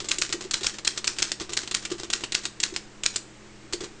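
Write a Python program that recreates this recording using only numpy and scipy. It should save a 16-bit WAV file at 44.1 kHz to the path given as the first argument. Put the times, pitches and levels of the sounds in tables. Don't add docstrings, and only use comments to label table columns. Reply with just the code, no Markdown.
import sys
import numpy as np
from scipy import signal
from scipy.fft import rfft, irfft
from scipy.io import wavfile

SR = 44100
rng = np.random.default_rng(int(sys.argv[2]) if len(sys.argv) > 2 else 0)


def log_audio(samples):
    frames = np.atleast_2d(samples).T
    limited = np.clip(frames, -1, 1)
    pcm = np.round(limited * 32767).astype(np.int16)
    wavfile.write(sys.argv[1], SR, pcm)


N = 176400
AGE = np.arange(16384) / SR

# (time [s], snap level [dB], chatter level [dB], tilt [dB/octave], lever ring [Hz])
PRESSES = [(.086, -23, -21, 1, 7090), (.5105, -15, -21.5, 0, 4230), (0.6321, -22, -22.5, 0.5, 3840),
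           (0.6441, -28, -20.5, -2.5, 4900), (0.8482, -40, -22, -0.5, 4000), (1.043, -21, -22, -1.5, 4350),
           (1.185, -26, -20.5, -1.5, 4760), (1.534, -12, -24, .5, 6900), (1.712, -15, -22.5, -2, 4220),
           (2.1013, -14, -22.5, -0.5, 3340), (2.3212, -18, -21.5, -1, 4000), (2.6016, -9.5, -22.5, 1, 7500),
           (3.0351, -16, -21.5, 0, 6940)]


def undb(db):
    return 10 ** (np.asarray(db) / 20)


def add(track, start_s, sound):
    i = max(int(start_s * SR), 0)
    track[i:i + len(sound)] += sound[:N - i]


def colour(x, points, tilt=0, ring_hz=0, ring_db=0):
    ring_width_hz = 380
    size = len(x)
    hz, db = np.array(points).T
    f = np.fft.rfftfreq(size, 1 / SR)
    octave = np.log2(np.maximum(f, 1))
    resonance_db = ring_db / (1 + (2 * (f - ring_hz) / ring_width_hz) ** 2)
    curve_db = np.interp(octave, np.log2(hz), db)
    gain = undb(curve_db + tilt * np.maximum(octave, 10) + resonance_db)
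    cepstrum = irfft(np.log(gain / np.sqrt(np.mean(gain ** 2))), size)
    cepstrum[1:size // 2] *= 2
    cepstrum[size // 2 + 1:] = 0
    return irfft(rfft(x) * np.exp(rfft(cepstrum)), size)


def chatter(decay_s, hold_s=0):
    uneven = .33
    steps = np.repeat(rng.standard_normal(len(AGE) // 32), 32)
    size = np.exp(uneven * steps - uneven ** 2)
    envelope = np.exp(-np.maximum(AGE - hold_s, 0) / decay_s)
    return rng.standard_normal(len(AGE)) * size * envelope


def burst(decay_s, hold_s=0):
    x = chatter(decay_s, hold_s)
    return x * np.sqrt((abs(hold_s) + decay_s / 2) * SR / np.sum(x ** 2))


def mode(hz, t60_s):
    return np.cos(2 * np.pi * hz * AGE) * np.exp(-np.log(1000) * AGE / t60_s)


def background():
    # (frequency [Hz], level [dB])
    air_colour = [(20, 10.5), (35, -17), (60, 3), (95, -11.5), (160, -4), (260, -12), (305, 4.5), (400, -1),
                  (600, -8), (1000, -10), (2000, -10.5), (3500, -16), (7500, -17), (8600, -30.5),
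                  (10000, -47.5)]
    # (frequency [Hz], level [dB], width [Hz])
    hum_tones = [(32.2, -66.5, 6.7), (121.6, -58.5, 4.3), (210.1, -56, 13), (8100, -69, 190)]
    air_db, hum_steady = -48, .8
    out = undb(air_db) * colour(rng.standard_normal(N), air_colour)
    f = np.fft.rfftfreq(N, 1 / SR)
    for hz, db, width_hz in hum_tones:
        spectrum = rfft(rng.standard_normal(N))
        tone = irfft(spectrum / (1 + (2 * (f - hz) / width_hz) ** 2), N)
        tone = tone / np.abs(signal.hilbert(tone)) ** hum_steady
        out += undb(db) * tone / np.std(tone)
    return out


def bench():
    # (frequency [Hz], level [dB])
    bump_colour = [(15, 10), (32, 11.5), (55, 0), (100, -10), (260, -4.5), (345, 11), (480, -18.5),
                   (900, -55)]
    bump_db, bump_decay_s = -51.5, .15
    out = np.zeros(N)
    for start_s, *_ in PRESSES:
        add(out, start_s, chatter(bump_decay_s))
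    return undb(bump_db) * colour(out, bump_colour)


def thumps():
    # (time [s], level [dB], pitch [Hz])
    blows = [(.016, -29, 359), (0.097, -29.5, 345), (0.185, -25, 355), (.296, -28, 345), (0.339, -17, 353),
             (.449, -24, 357), (.611, -26, 361), (1.22, -29, 350), (1.409, -21.5, 349), (1.5, -26, 374),
             (1.521, -26.5, 357), (1.9136, -13.5, 351), (2, -28.5, 385), (2.032, -24.5, 343),
             (2.09, -31.5, 340), (2.148, -29, 350), (2.215, -29.5, 343), (2.371, -31, 385),
             (2.722, -23.5, 342), (3.7352, -16, 358), (3.809, -20.5, 389), (3.834, -21, 360)]
    # (ratio to blow pitch, level [dB], t60 [s])
    body_modes = [(.85, -18.5, 0.018), (1.001, 2, 0.056), (1.1, -9.5, 0.092), (1.288, -11.5, 0.061),
                  (1.55, -13, 0.034)]
    rise_s, detune = .004, .015
    swell = (1 - np.exp(-AGE / rise_s)) ** 2
    out = np.zeros(N)
    for start_s, db, hz in blows:
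        ring = np.zeros(len(AGE))
        for ratio, mode_db, t60_s in body_modes:
            mode_hz = hz * ratio * (1 + detune * rng.standard_normal())
            ring += undb(mode_db) * mode(mode_hz, t60_s)
        add(out, start_s, undb(db) * ring * swell)
    return out


def rattles():
    # (time [s], level [dB])
    settlings = [(.002, -27.5), (0.044, -31), (.292, -30), (.408, -27.5), (.44, -33), (0.609, -32),
                 (.739, -33), (0.961, -34.5), (1.163, -35.5), (1.196, -27.5), (1.292, -35), (1.398, -29.5),
                 (1.406, -27), (1.414, -32), (1.493, -29.5), (1.522, -30.5), (1.631, -31.5), (1.824, -33),
                 (1.901, -30), (1.916, -28), (1.981, -35), (1.998, -31.5), (2.033, -30), (2.208, -32),
                 (2.435, -33), (2.739, -33), (3.141, -34), (3.726, -26.5), (3.805, -28.5), (3.837, -29.5)]
    # (frequency [Hz], level [dB])
    rattle_colour = [(100, 7), (650, -0.5), (1100, 2.5), (2300, 2), (3800, 5.5), (7600, 3.5), (8700, -6.5),
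                     (10000, -30)]
    decay_s, ticks_per_s, tick_share = .018, 350, .5
    out = np.zeros(N)
    for start_s, db in settlings:
        ticks = (rng.random(len(AGE)) < ticks_per_s / SR) * rng.choice([-1, 1], len(AGE))
        ticks = ticks * np.sqrt(SR / ticks_per_s) * np.exp(-AGE / decay_s)
        soft = np.sqrt(1 - tick_share) * burst(decay_s)
        add(out, start_s, undb(db) * (soft + np.sqrt(tick_share) * ticks))
    return colour(out, rattle_colour)


def clicks(events, chatter_decay_s):
    # (frequency [Hz], level [dB])
    lever_colour = [(100, -7.5), (750, -8.5), (1200, -5), (2500, 1), (4200, 3.5), (5800, 2.5), (7400, 5),
                    (8700, -3.5), (10000, -34.5)]
    snap_trim_db, snap_decay_s = -3.5, .0012
    chatter_hold_s, lever_ring_db = .0011, 7
    buzz_db, buzz_decay_s = -9.5, .015
    out = np.zeros(N)
    for start_s, snap_db, chatter_db, tilt, ring_hz in events:
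        snap = undb(snap_db + snap_trim_db) * burst(snap_decay_s)
        contact = snap + undb(chatter_db) * burst(chatter_decay_s, chatter_hold_s)
        buzz = undb(chatter_db + buzz_db) * chatter(buzz_decay_s)
        pitched = colour(contact, lever_colour, tilt, ring_hz, lever_ring_db)
        add(out, start_s, pitched + colour(buzz, lever_colour, tilt))
    return out


def strikes():
    # (time [s], crack level [dB], basket shudder level [dB], tilt [dB/octave], type bar ring [Hz])
    hits = [(.116, -3.5, -0.5, -0.5, 3980), (0.221, -4.5, 0, -1.5, 7200), (0.5417, -3.5, -1.5, 0, 3970),
            (.668, -4, -0.5, 4, 5270), (0.8763, 0, -4, 1, 5300), (1.0777, -5, 1, 1, 5290),
            (1.227, -4, .5, 1.5, 7340), (1.5743, -4.5, -.5, 0, 5200), (1.7486, -3.5, -1, 0.5, 5280),
            (2.1355, -3.5, -1.5, -.5, 3970), (2.3502, -1, -1.5, -1.5, 4050), (2.6366, -1, -2, -1.5, 4020),
            (3.062, -0.5, -4, 0.5, 6750)]
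    # (frequency [Hz], level [dB], t60 [s])
    platen_modes = [(1527, -23, 0.035), (2570, -7.5, 0.0074), (3194, -19.5, 0.029), (4120, -19.5, 0.031)]
    # (frequency [Hz], level [dB])
    crack_colour = [(100, -20.5), (850, -21), (1500, -2), (2600, 1.5), (4200, 5.5), (7200, 3.5),
                    (8700, -2.5), (10500, -33)]
    # (frequency [Hz], level [dB])
    shudder_colour = [(100, -10.5), (750, -12), (1100, -7), (1600, -1.5), (2300, -7.5), (4200, -2.5),
                      (7200, -1.5), (8500, -9.5), (10000, -43)]
    grit_db, grit_decay_s, grit_hold_s = -15, .0013, .0019
    slug_db, bounce_s, bounce_db = 4, .0022, -9
    platen_db, bar_ring_db = -4.5, 4.5
    guide_s, guide_rise_s, guide_db = .007, .0026, -22.5
    shudder_trim_db, shudder_decay_s = -31.5, .032
    clatter_db, clatter_decay_s = -33.5, .021
    ticks_per_s, tick_db = 150, -4
    out = np.zeros(N)
    for start_s, db, shudder_db, tilt, bar_hz in hits:
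        blow = undb(grit_db) * burst(grit_decay_s, grit_hold_s)
        blow[0] += undb(slug_db)
        bounce = int(bounce_s * rng.uniform(.6, 1.2) * SR)
        blow[bounce] += undb(slug_db + bounce_db)
        ring = np.zeros(len(AGE))
        for hz, mode_db, t60_s in platen_modes:
            gain = undb(mode_db + platen_db + 2 * rng.standard_normal())
            ring += gain * mode(hz * (1 + .025 * rng.standard_normal()), t60_s)
        crack = colour(blow, crack_colour, tilt, bar_hz, bar_ring_db)
        add(out, start_s, undb(db) * (crack + ring))

        scrape = chatter(np.inf) * np.minimum(AGE / guide_rise_s, 1) * (AGE < guide_s)
        scrape = colour(scrape, shudder_colour, tilt=1.0)
        add(out, start_s - guide_s, undb(guide_db + shudder_db) * scrape)

        shake = undb(shudder_trim_db) * chatter(shudder_decay_s)
        shake += undb(clatter_db) * burst(clatter_decay_s)
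        ticks = (rng.random(len(AGE)) < ticks_per_s / SR) * rng.uniform(-1, 1, len(AGE))
        ticks = ticks * np.exp(-AGE / shudder_decay_s)
        basket = colour(shake + undb(tick_db) * ticks, shudder_colour)
        add(out, start_s, undb(shudder_db) * basket)
    return out


def frame(x):
    # (frequency [Hz], gain [dB], t60 [s])
    frame_modes = [(331, 9, 0.13), (371.3, 11.5, 0.18), (457, 1, 0.31), (1190, 1, 0.24), (1424, -10, 0.14),
                   (1550, -4, 0.18), (1907, 1, 0.17), (2740, -7, 0.11), (4100, -11.5, 0.053),
                   (5120, -8, 0.09), (7050, -5.5, 0.11)]
    ring = np.zeros(len(AGE))
    for hz, db, t60_s in frame_modes:
        per_sample = 2 * np.log(1000) / (t60_s * SR)
        ring += undb(db) * per_sample * mode(hz, t60_s)
    return signal.fftconvolve(x, ring)[:N]


def room(x):
    room_db, t60_s, rise_s, shifts_per_s = -12, .29, .0022, 1.1
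    envelope = np.exp(-np.log(1000) * AGE / t60_s) * (1 - np.exp(-AGE / rise_s))
    out = np.zeros(N)
    for k in range(3):
        walls = rng.standard_normal(len(AGE)) * envelope
        walls = walls / np.sqrt(np.sum(walls ** 2))
        phase = np.pi * (shifts_per_s * np.arange(N) / SR + k / 3)
        share = np.sqrt(2 / 3) * np.cos(phase)
        out += signal.fftconvolve(x * share, walls)[:N]
    return undb(room_db) * out


def scene():
    # (time [s], snap level [dB], chatter level [dB], tilt [dB/octave], lever ring [Hz])
    releases = [(.1845, -9.5, -23, 2, 7200), (.3257, -38, -17, -2, 6000), (.7852, -19.5, -29, -3.5, 4370),
                (.9757, -11.5, -20, -1.5, 5770), (1.3178, -5.5, -23.5, 0, 4520),
                (1.6755, -16.5, -28.5, -3, 4420), (1.851, -17, -22, -1, 2430),
                (2.237, -22.5, -21.5, -3, 2860), (2.4535, -12.5, -20.5, -1, 3750),
                (2.7625, -10, -22.5, -1.5, 5200), (3.1597, -8.5, -20.5, -1, 5070),
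                (3.163, -7.5, -29, 5.5, 7000), (3.733, -30, -20, -0.5, 4540)]
    levers_db = -3.5
    levers = clicks(PRESSES, chatter_decay_s=.008) + clicks(releases, chatter_decay_s=.0079) + rattles()
    metal = strikes() + undb(levers_db) * levers
    machine = metal + thumps()
    return (machine + frame(metal) + room(machine) + bench() + background())[None]


def lowpass(x, hz):
    return signal.sosfilt(signal.ellip(8, .2, 70, hz, fs=SR, output="sos"), x)


def record(dry):
    mic_top_hz, top_hz, overload = 9700, 10500, .66
    x = lowpass(dry, mic_top_hz)
    saturated = x / (1 + (x / overload) ** 12) ** (1 / 12)
    return lowpass(saturated, top_hz)


dry = scene()
out = record(dry)
log_audio(out)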